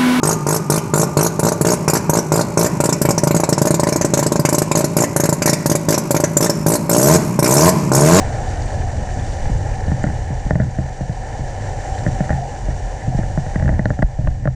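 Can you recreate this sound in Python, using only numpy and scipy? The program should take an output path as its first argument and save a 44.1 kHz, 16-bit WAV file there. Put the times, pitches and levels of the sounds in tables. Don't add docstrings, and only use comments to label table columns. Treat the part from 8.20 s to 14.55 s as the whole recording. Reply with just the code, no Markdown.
import sys
import numpy as np
from scipy import signal
from scipy.fft import rfft, irfft
from scipy.io import wavfile
from scipy.ndimage import uniform_filter1d, minimum_filter1d

SR = 44100
rng = np.random.default_rng(int(sys.argv[2]) if len(sys.argv) > 2 else 0)


def unload_audio(sound):
    columns = np.transpose(np.atleast_2d(sound))
    steps = np.round(np.clip(columns, -1, 1) * 32767)
    wavfile.write(sys.argv[1], SR, steps.astype(np.int16))


N = 280035
TIME_S = np.arange(N) / SR

# time_s, level_db
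FLOW = [(0.0, -41.5), (0.8, -44.5), (1.08, -44), (2.15, -46.5), (2.29, -47.5), (2.64, -49), (3.83, -44),
        (4.14, -45.5), (4.32, -46.5), (4.93, -47), (5.3, -46.5), (5.46, -48.5), (6.05, -53), (6.28, -58)]
# time_s, level_db
TURBULENCE = [(0.0, -26), (0.81, -26.5), (1.16, -26.5), (1.44, -24), (2.16, -27.5), (2.6, -30.5),
              (3.63, -29.5), (3.89, -27), (4.11, -27.5), (4.23, -32), (5.56, -25), (6.3, -32.5)]
# middle_s, length_s, buffet_db, drum_db, churn_db
EDDIES = [(.55, 1.9, -38, -26.5, -28), (1.247, 0.15, -15, -42, -30), (1.338, 0.13, -19.5, -39, -26),
          (1.878, 0.13, -36, -36, -31), (2.267, 0.064, -14.5, -42, -38), (2.406, 0.25, -34, -24, -17),
          (3.71, 0.095, -21, -28.5, -29), (3.887, 0.044, -36, -30, -18), (4.56, 0.4, -20, -34, -46),
          (4.99, 0.5, -23.5, -37, -28.5), (5.489, 0.32, -21, -17.5, -19.5), (5.665, 0.35, -34, -35, -28),
          (5.843, 0.067, -6, -45, -43), (6.064, 0.25, -16.5, -21, -26), (6.228, 0.18, -27, -22, -31)]
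# freq_hz, density_db
BUFFET_COLOUR = [(7, -38), (14, 9), (25, 3), (44, 15), (56, -1.5), (70, -2), (120, -51), (500, -130)]
DRUM_COLOUR = [(30, -57.5), (55, -3.5), (68, 4), (90, 5.5), (108, -3), (125, -4.5), (200, -21), (700, -130)]
CHURN_COLOUR = [(60, -25), (100, 2.5), (128, 1.5), (165, -12), (200, -11.5), (250, -14), (305, -16.5),
                (380, -27.5), (520, -42), (900, -100)]
# freq_hz, density_db
ROAR_COLOUR = [(190, -44), (300, -12.5), (400, -6), (530, 0), (620, 0.5), (670, -6), (750, 4), (900, -5),
               (1050, -13.5), (1250, -30), (1800, -41), (5500, -120)]
BLAST_COLOUR = [(120, -16), (250, 7.5), (500, 3.5), (1100, -10.5), (1500, -3), (2600, -17), (3400, -34.5),
                (8000, -62)]
RUSH_COLOUR = [(700, -42), (1100, -21), (1280, -8), (1430, -6), (1560, -4.5), (1760, 4.5), (1860, 0.5),
               (2050, -6), (2400, -8.5), (2700, -19.5), (3300, -29), (9000, -100)]
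HISS_COLOUR = [(1700, -46), (2400, -6.5), (3000, 3), (3700, -1.5), (4700, 0), (5400, 5), (5800, 5.5),
               (7300, 0.5), (8300, -2), (10000, -14.5), (11300, -23.5), (12000, -32), (13200, -28),
               (15500, -49)]
SIZZLE_COLOUR = [(6400, -45), (7100, -10), (7350, 1), (7600, -9), (8400, -43)]
# middle_s, length_s, change_db, pitch_rise_ratio
HOWL_SPELLS = [(.1, .5, -2.5, 0), (1.35, 0.93, 0, 0.0029), (3.709, 0.403, 6, .01), (4.206, 0.69, 9.5, .025),
               (4.916, .4, 7, .02), (5.439, 0.28, 11, 0.00046)]
# middle_s, length_s, change_db
HISS_SURGES = [(0.3, .18, 2), (1.125, 0.68, 1.5), (2.114, .14, -2), (3.76, 0.15, 1), (3.986, 0.24, 0.5),
               (5.58, .25, -2)]
# centre_hz, width_hz, gain_db
PORT_RESONANCES = [(2850, 190, 2), (3260, 120, -11.5), (4740, 250, 1), (5185, 360, -6.5), (7010, 200, 4),
                   (7460, 240, 4)]
# start_s, level_db, centre_hz, width_hz
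TICKS_AND_CRACKS = [(.041, -44, 6500, 3000), (.997, -36, 3200, 1400), (1.538, -32, 2500, 650),
                    (1.8334, -33, 7400, 1000), (3.751, -37, 2900, 500), (3.787, -37.5, 3900, 800),
                    (5.398, -43, 3010, 700), (5.479, -37, 2920, 800), (5.655, -35.5, 4250, 1500),
                    (5.822, -43, 7000, 2000), (6.073, -39.5, 2840, 600), (6.0723, -23, 1140, 450),
                    (6.274, -22, 1110, 350)]
# start_s, strength_db, hardness_db, fullness_db, ring_db
KNOCKS = [ (1.295, -19.5, -37, 8, 0), (1.679, -13, -25, -1, -2.5), (1.716, -12, -17, 1, -6),
          (1.839, -13, -4.5, 8, 1), (1.866, -20, -8, 3, 1), (1.886, -22, -16, 5, 6),
          (2.102, -15, -38, 2, -2), (2.261, -19, -30, 5, -4), (2.307, -5.5, -9.5, 1.5, -7),
          (2.354, -9, -14.5, -1, -3), (2.399, -7.5, -11.5, 0.5, -2), (2.585, -10, -21.5, -1.5, -2.5),
          (2.807, -17, -22, 2, 0), (2.893, -17, -19, -2, -7.5), (3.19, -19, -44, -1, 1.5),
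          (3.863, -12, -8, 3.5, -13), (3.875, -21, -8, 5.5, -7), (4.004, -11.5, -14.5, 3.5, -10),
          (4.04, -20.5, -14, -3, 0), (4.092, -22.5, 0, -14, 5), (4.103, -8, -14.5, -1, -0.5),
          (4.127, -29, 3, 0, -1), (4.483, -16.5, -21, 1, 1.5), (4.875, -18, -24, -2.5, 3),
          (4.945, -15, -25, 0, -13), (4.987, -12.5, -22, 4, -9), (5.032, -29.5, 0.5, 9, 5),
          (5.174, -11.5, -12.5, 0.5, -3.5), (5.263, -23, -8, 2, 1), (5.357, -14.5, -6.5, 7, -6),
          (5.396, -20, -9, -3, -2), (5.423, -14, -11.5, -3, 4.5), (5.456, -17, -14, -11, 1),
          (5.478, -19.5, -0.5, -7, -3), (5.490, -11.5, -9, 0, -14), (5.525, -15, -27, 1, 1.5),
          (5.592, -13, -8, 4, -3), (5.655, -8.5, -5.5, 2.5, -2), (5.703, -10, -9.5, 2, -4),
          (5.789, -14.5, -8.5, 5.5, -4.5), (5.822, -22.5, 3.5, 7, 1), (5.825, -1.5, -13.5, -2.5, -17),
          (5.987, -12.5, -27, -7.5, 0.5), (6.011, -23, -21, -5, -10), (6.047, -32, -7, -7, -5),
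          (6.072, -12.5, -12.5, -9, -2), (6.254, -12, -11.5, 0.5, -3.5), (6.273, -10.5, -11, -6, -7.5)]
# start_s, end_s, rate_per_s, strength_db
FLURRIES = [(1.869, 1.9, 59, -29), (2.407, 2.43, 108, -26.5), (4.113, 4.12, 61, -27),
            (5.414, 5.535, 56, -32)]
# freq_hz, level_db
BLOW_COLOUR = [(30, -11), (95, -6), (140, 5.5), (195, -2), (250, -12.5), (380, -19.5), (550, -11),
               (780, -13.5), (950, -28), (1280, -25), (1520, -19), (1820, -11.5), (2300, -38),
               (3600, -77.5)]
# centre_hz, width_hz, gain_db
SHELL_RESONANCES = [(300.5, 38, 6), (362, 61, -2.5), (615, 77, 8.5), (680, 45, -5.5), (1270, 330, -2),
                    (1440, 57, 6.5), (1810, 130, -0.5)]
# freq_hz, level_db, t60_s
SHELL_MODES = [(44, -26, 0.18), (71, -1, 0.23), (128.7, 0, 0.36), (173.5, -10, 0.31), (233, -12.5, 0.12),
               (312, -13, 0.11)]


def amp(db):
    return 10 ** (np.asarray(db) / 20)


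def unit(x):
    return x / np.sqrt(np.mean(x ** 2) + 1e-20)


def add(mix, start_s, sound):
    part = mix[max(round(start_s * SR), 0):][:len(sound)]
    part += sound[:len(part)]


def butter(order, cutoff_hz, kind="low"):
    return signal.butter(order, cutoff_hz, kind, fs=SR, output="sos")


def bell(middle_s, length_s):
    return np.cos(np.pi * np.clip((TIME_S - middle_s) / length_s, -.5, .5)) ** 2


def swing_db(curve):
    db = np.interp(TIME_S, *np.transpose(curve))
    return db - db.mean()


def shape_db(hz, colour, bumps=()):
    points_hz, points_db = np.transpose(colour)
    db = np.interp(np.log(hz + 1), np.log(points_hz + 1), points_db)
    return db + sum(height * np.exp(-2 * ((hz - centre) / width) ** 2) for centre, width, height in bumps)


def noise(colour, bumps=()):
    db = shape_db(np.fft.rfftfreq(N, 1 / SR), colour, bumps)
    return unit(irfft(rfft(rng.standard_normal(N)) * amp(db), N))


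def wander(rate_hz, count=16384):
    grid_s = np.linspace(0, N / SR, count)
    hz = np.fft.rfftfreq(count, grid_s[1])
    drift = irfft(rfft(rng.standard_normal(count)) * (hz > 0) * np.exp(-(hz / rate_hz) ** 2))
    return unit(np.interp(TIME_S, grid_s, drift))


def steady(x, size=13000):
    return x / np.sqrt(uniform_filter1d(abs(signal.hilbert(x)) ** 2, size=size) / 2)


def rumble(flow_db, buffet_db=-27, drum_db=-29, churn_db=-31.5, lumpy_db=2):
    stir_db = swing_db(TURBULENCE)
    buffets, drums, churns = sum(amp(levels_db)[:, None] * bell(middle_s, length_s)
                                 for middle_s, length_s, *levels_db in EDDIES)
    buffet = np.hypot(amp(buffet_db + 0.81 * stir_db), buffets) * steady(noise(BUFFET_COLOUR))
    drum = np.hypot(amp(drum_db + 1.65 * stir_db), drums) * steady(noise(DRUM_COLOUR))
    churn_gain = np.hypot(amp(churn_db + 0.32 * stir_db + 0.98 * flow_db), churns)
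    churn = churn_gain * unit(noise(CHURN_COLOUR) * amp(lumpy_db * wander(7)))
    return buffet + drum + churn


def roar(flow_db, gusts, level_db=-34, gust_db=1):
    return amp(level_db + flow_db + gust_db * gusts) * noise(ROAR_COLOUR)


def howl(flow_db, gusts, pitch_hz=765, width_hz=68, sway=0.032, level_db=-41.5, gust_db=-1.8):
    spell_db, pitch_rise = sum(np.array([[db], [rise]]) * bell(middle_s, length_s)
                               for middle_s, length_s, db, rise in HOWL_SPELLS)
    turns = np.cumsum(pitch_hz * (1 + sway * gusts + pitch_rise)) / SR
    tone = (wander(width_hz) + 1j * wander(width_hz)) * np.exp(2j * np.pi * turns)
    return amp(level_db + 0.9 * flow_db + gust_db * gusts + spell_db) * unit(tone.real)


def blast(flow_db, level_db=-47):
    return amp(level_db + 2.43 * flow_db) * noise(BLAST_COLOUR)


def rush(flow_db, gusts, level_db=-43.5, gust_db=1.02, flutter_db=1.5):
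    gain = amp(level_db + 0.81 * flow_db + gust_db * gusts + flutter_db * wander(100))
    return gain * noise(RUSH_COLOUR)


def hiss(flow_db, gusts, level_db=-46, gust_db=0.23, flutter_db=1, top_hz=9000, brighten=.35):
    strength = amp(0.87 * flow_db)
    air = noise(HISS_COLOUR, PORT_RESONANCES)
    top = signal.sosfiltfilt(butter(3, top_hz, "high"), air)
    body = (air - top) * amp(flutter_db * wander(91))
    surge_db = sum(db * bell(middle_s, length_s) for middle_s, length_s, db in HISS_SURGES)
    gain = amp(level_db + gust_db * gusts + surge_db) * strength
    return gain * (body + top * unit(strength) ** brighten)


def sizzle(gusts, middle_s=3.82, length_s=1.2, level_db=-52, gust_db=2):
    return amp(level_db + gust_db * gusts) * bell(middle_s, length_s) * noise(SIZZLE_COLOUR)


def tick(level_db, centre_hz, width_hz=900, decay_s=0.0011, size=1024):
    hz, t = np.fft.rfftfreq(size, 1 / SR), np.arange(size) / SR
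    band = np.exp(-((hz - centre_hz) / width_hz) ** 2)
    fizz = unit(irfft(rfft(rng.standard_normal(size)) * band))
    return amp(level_db) * fizz * np.sqrt(2 * np.e * t / decay_s) * np.exp(-t / decay_s)


def ticks_and_cracks(flow_db, sand_per_s=12, sand_db=-49, spread_db=4, lowest_hz=2500, highest_hz=8000):
    out = np.zeros(N)
    for start_s, level_db, centre_hz, width_hz in TICKS_AND_CRACKS:
        add(out, start_s, tick(level_db, centre_hz, width_hz))
    for when, weight, pitch in rng.random((round(sand_per_s * N / SR), 3)):
        at = int(when * N)
        level_db = sand_db + flow_db[at] + spread_db * min(-np.log(1 - weight), np.pi)
        add(out, TIME_S[at], tick(level_db, lowest_hz + pitch * (highest_hz - lowest_hz)))
    return out


def bending_pulse(spectrum_db, lag_s=.0028, lag_at_hz=150):
    hz = np.linspace(0, SR / 2, len(spectrum_db))
    log_gain = np.log(amp(np.r_[spectrum_db, spectrum_db[-2:0:-1]]))
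    minimum_phase = np.exp(np.conj(signal.hilbert(log_gain)))[:len(hz)]
    bending_rad = 4 * np.pi * lag_s * np.sqrt(lag_at_hz * hz)
    return irfft(minimum_phase * np.exp(-1j * bending_rad))


def scuff(clack, contact_s=.0035, evenness=.75, size=256):
    t = (np.arange(size) - size / 2) / SR
    spectrum = rfft(rng.standard_normal(size) * np.cos(np.pi * np.clip(t / contact_s, -.5, .5)))
    touch = irfft(spectrum / (abs(spectrum) + 1e-9) ** evenness)
    return unit(signal.fftconvolve(clack, touch)[:len(clack)]) * np.std(clack)


def rattle(pulse, level_db=-20, chatter_per_s=420, settle_s=0.012, above_hz=450):
    t = np.arange(len(pulse)) / SR
    touching = rng.random(len(t)) < chatter_per_s / SR
    contacts = touching * rng.standard_normal(len(t)) * np.exp(-t / settle_s)
    treble = signal.sosfilt(butter(2, above_hz, "high"), pulse)
    return amp(level_db) * signal.fftconvolve(treble, contacts)[:len(t)]


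def shell_ring(t, stretch, swell_s=0.0093):
    mode_hz, mode_db, t60_s = np.transpose(SHELL_MODES)[:, :, None]
    end_fade = np.minimum(10 * (1 - t / t[-1]), 1)
    envelopes = amp(mode_db - 60 * t / t60_s) * (1 - np.exp(-t / swell_s)) * end_fade
    turns = mode_hz / stretch * t + rng.random(mode_hz.shape)
    return (envelopes * np.sin(2 * np.pi * turns)).sum(0)


def light_blows(hardness_db=-3, spread_db=3):
    rows = []
    for start_s, end_s, rate_per_s, strength_db in FLURRIES:
        slots_s = np.arange(start_s, end_s, 1 / rate_per_s)
        for slot_s, (late, force) in zip(slots_s, rng.uniform(-0.9, 1, size=(32, 2))):
            hit_s = slot_s + .5 * (1 + late) / rate_per_s
            rows.append((hit_s, strength_db + spread_db * force, hardness_db, 0, 0))
    return rows


def knocks(blows, impulse_s=0.0046, detune=0.028, ripple_db=2, split_hz=1100,
           clack_db=4, clack_lead_s=.0024, snap_db=-9, snap_growth=1.77, size=12288):
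    hz, t = np.fft.rfftfreq(size, 1 / SR), np.arange(size) / SR
    ripple_hz = np.geomspace(180, 2600, 24)
    lowpass, highpass = butter(4, split_hz), butter(4, split_hz, "high")
    hardness_weight = shape_db(hz, [(280, 0), (520, .34), (850, .34), (1400, 1)])
    fullness_weight = shape_db(hz, [(140, 0), (220, 1), (360, 1), (520, 0)])
    out = np.zeros(N)
    for start_s, strength_db, hardness_db, fullness_db, ring_db in blows:
        stretch = 1 + detune * rng.standard_normal()
        spot_db = shape_db(hz, np.c_[ripple_hz, ripple_db * rng.standard_normal(len(ripple_hz))])
        shell_db = shape_db(hz * stretch, BLOW_COLOUR, SHELL_RESONANCES)
        blow_db = strength_db + hardness_db * hardness_weight + fullness_db * fullness_weight
        pulse = impulse_s * SR * bending_pulse(blow_db + spot_db + shell_db)
        ring = amp(ring_db + strength_db) * shell_ring(t, stretch)
        clack = amp(clack_db) * scuff(signal.sosfilt(highpass, pulse))
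        thump = signal.sosfilt(lowpass, pulse)
        add(out, start_s - clack_lead_s, clack)
        add(out, start_s, thump + rattle(pulse) + ring)
        snap = tick(snap_db + snap_growth * (strength_db + hardness_db), centre_hz=2800, width_hz=3000)
        add(out, start_s, snap)
    return out


def scene():
    flow_db, gusts = swing_db(FLOW), wander(rate_hz=8.92)
    wind = rumble(flow_db) + roar(flow_db, gusts) + howl(flow_db, gusts)
    wind += blast(flow_db) + rush(flow_db, gusts) + hiss(flow_db, gusts)
    hits = signal.sosfilt(butter(6, cutoff_hz=6800), knocks(KNOCKS + light_blows()))
    ticks = signal.sosfilt(butter(6, cutoff_hz=8800), ticks_and_cracks(flow_db))
    return (wind + hits + ticks + sizzle(gusts))[None]


def record(dry, limit_db=-5.3, late_s=.0008, quick_db_per_s=110, slow_db_per_s=9, slow_depth_db=2.5,
           cutoff_hz=15500, fade_s=.003):
    def release(db, db_per_s):
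        return np.maximum.accumulate(db + db_per_s * TIME_S) - db_per_s * TIME_S

    over_db = np.maximum(20 * np.log10(abs(dry[0]) + 1e-9) - limit_db, 0)
    over_db = -minimum_filter1d(-over_db, size=60)
    slow_db = release(np.minimum(over_db, slow_depth_db), slow_db_per_s)
    quick_db = release(over_db, quick_db_per_s)
    window = signal.windows.hann(121)
    duck_db = signal.oaconvolve(np.maximum(slow_db, quick_db), window / window.sum(), "same")
    duck_db = np.interp(TIME_S - late_s, TIME_S, duck_db)
    lowpass = signal.firwin(511, cutoff_hz, window=("kaiser", 9), fs=SR)
    fade = np.minimum(np.minimum(TIME_S, TIME_S[-1] - TIME_S) / fade_s, 1)
    return signal.oaconvolve(dry * amp(-duck_db) * fade, lowpass[None], "same")


dry = scene()
out = record(dry)
unload_audio(out)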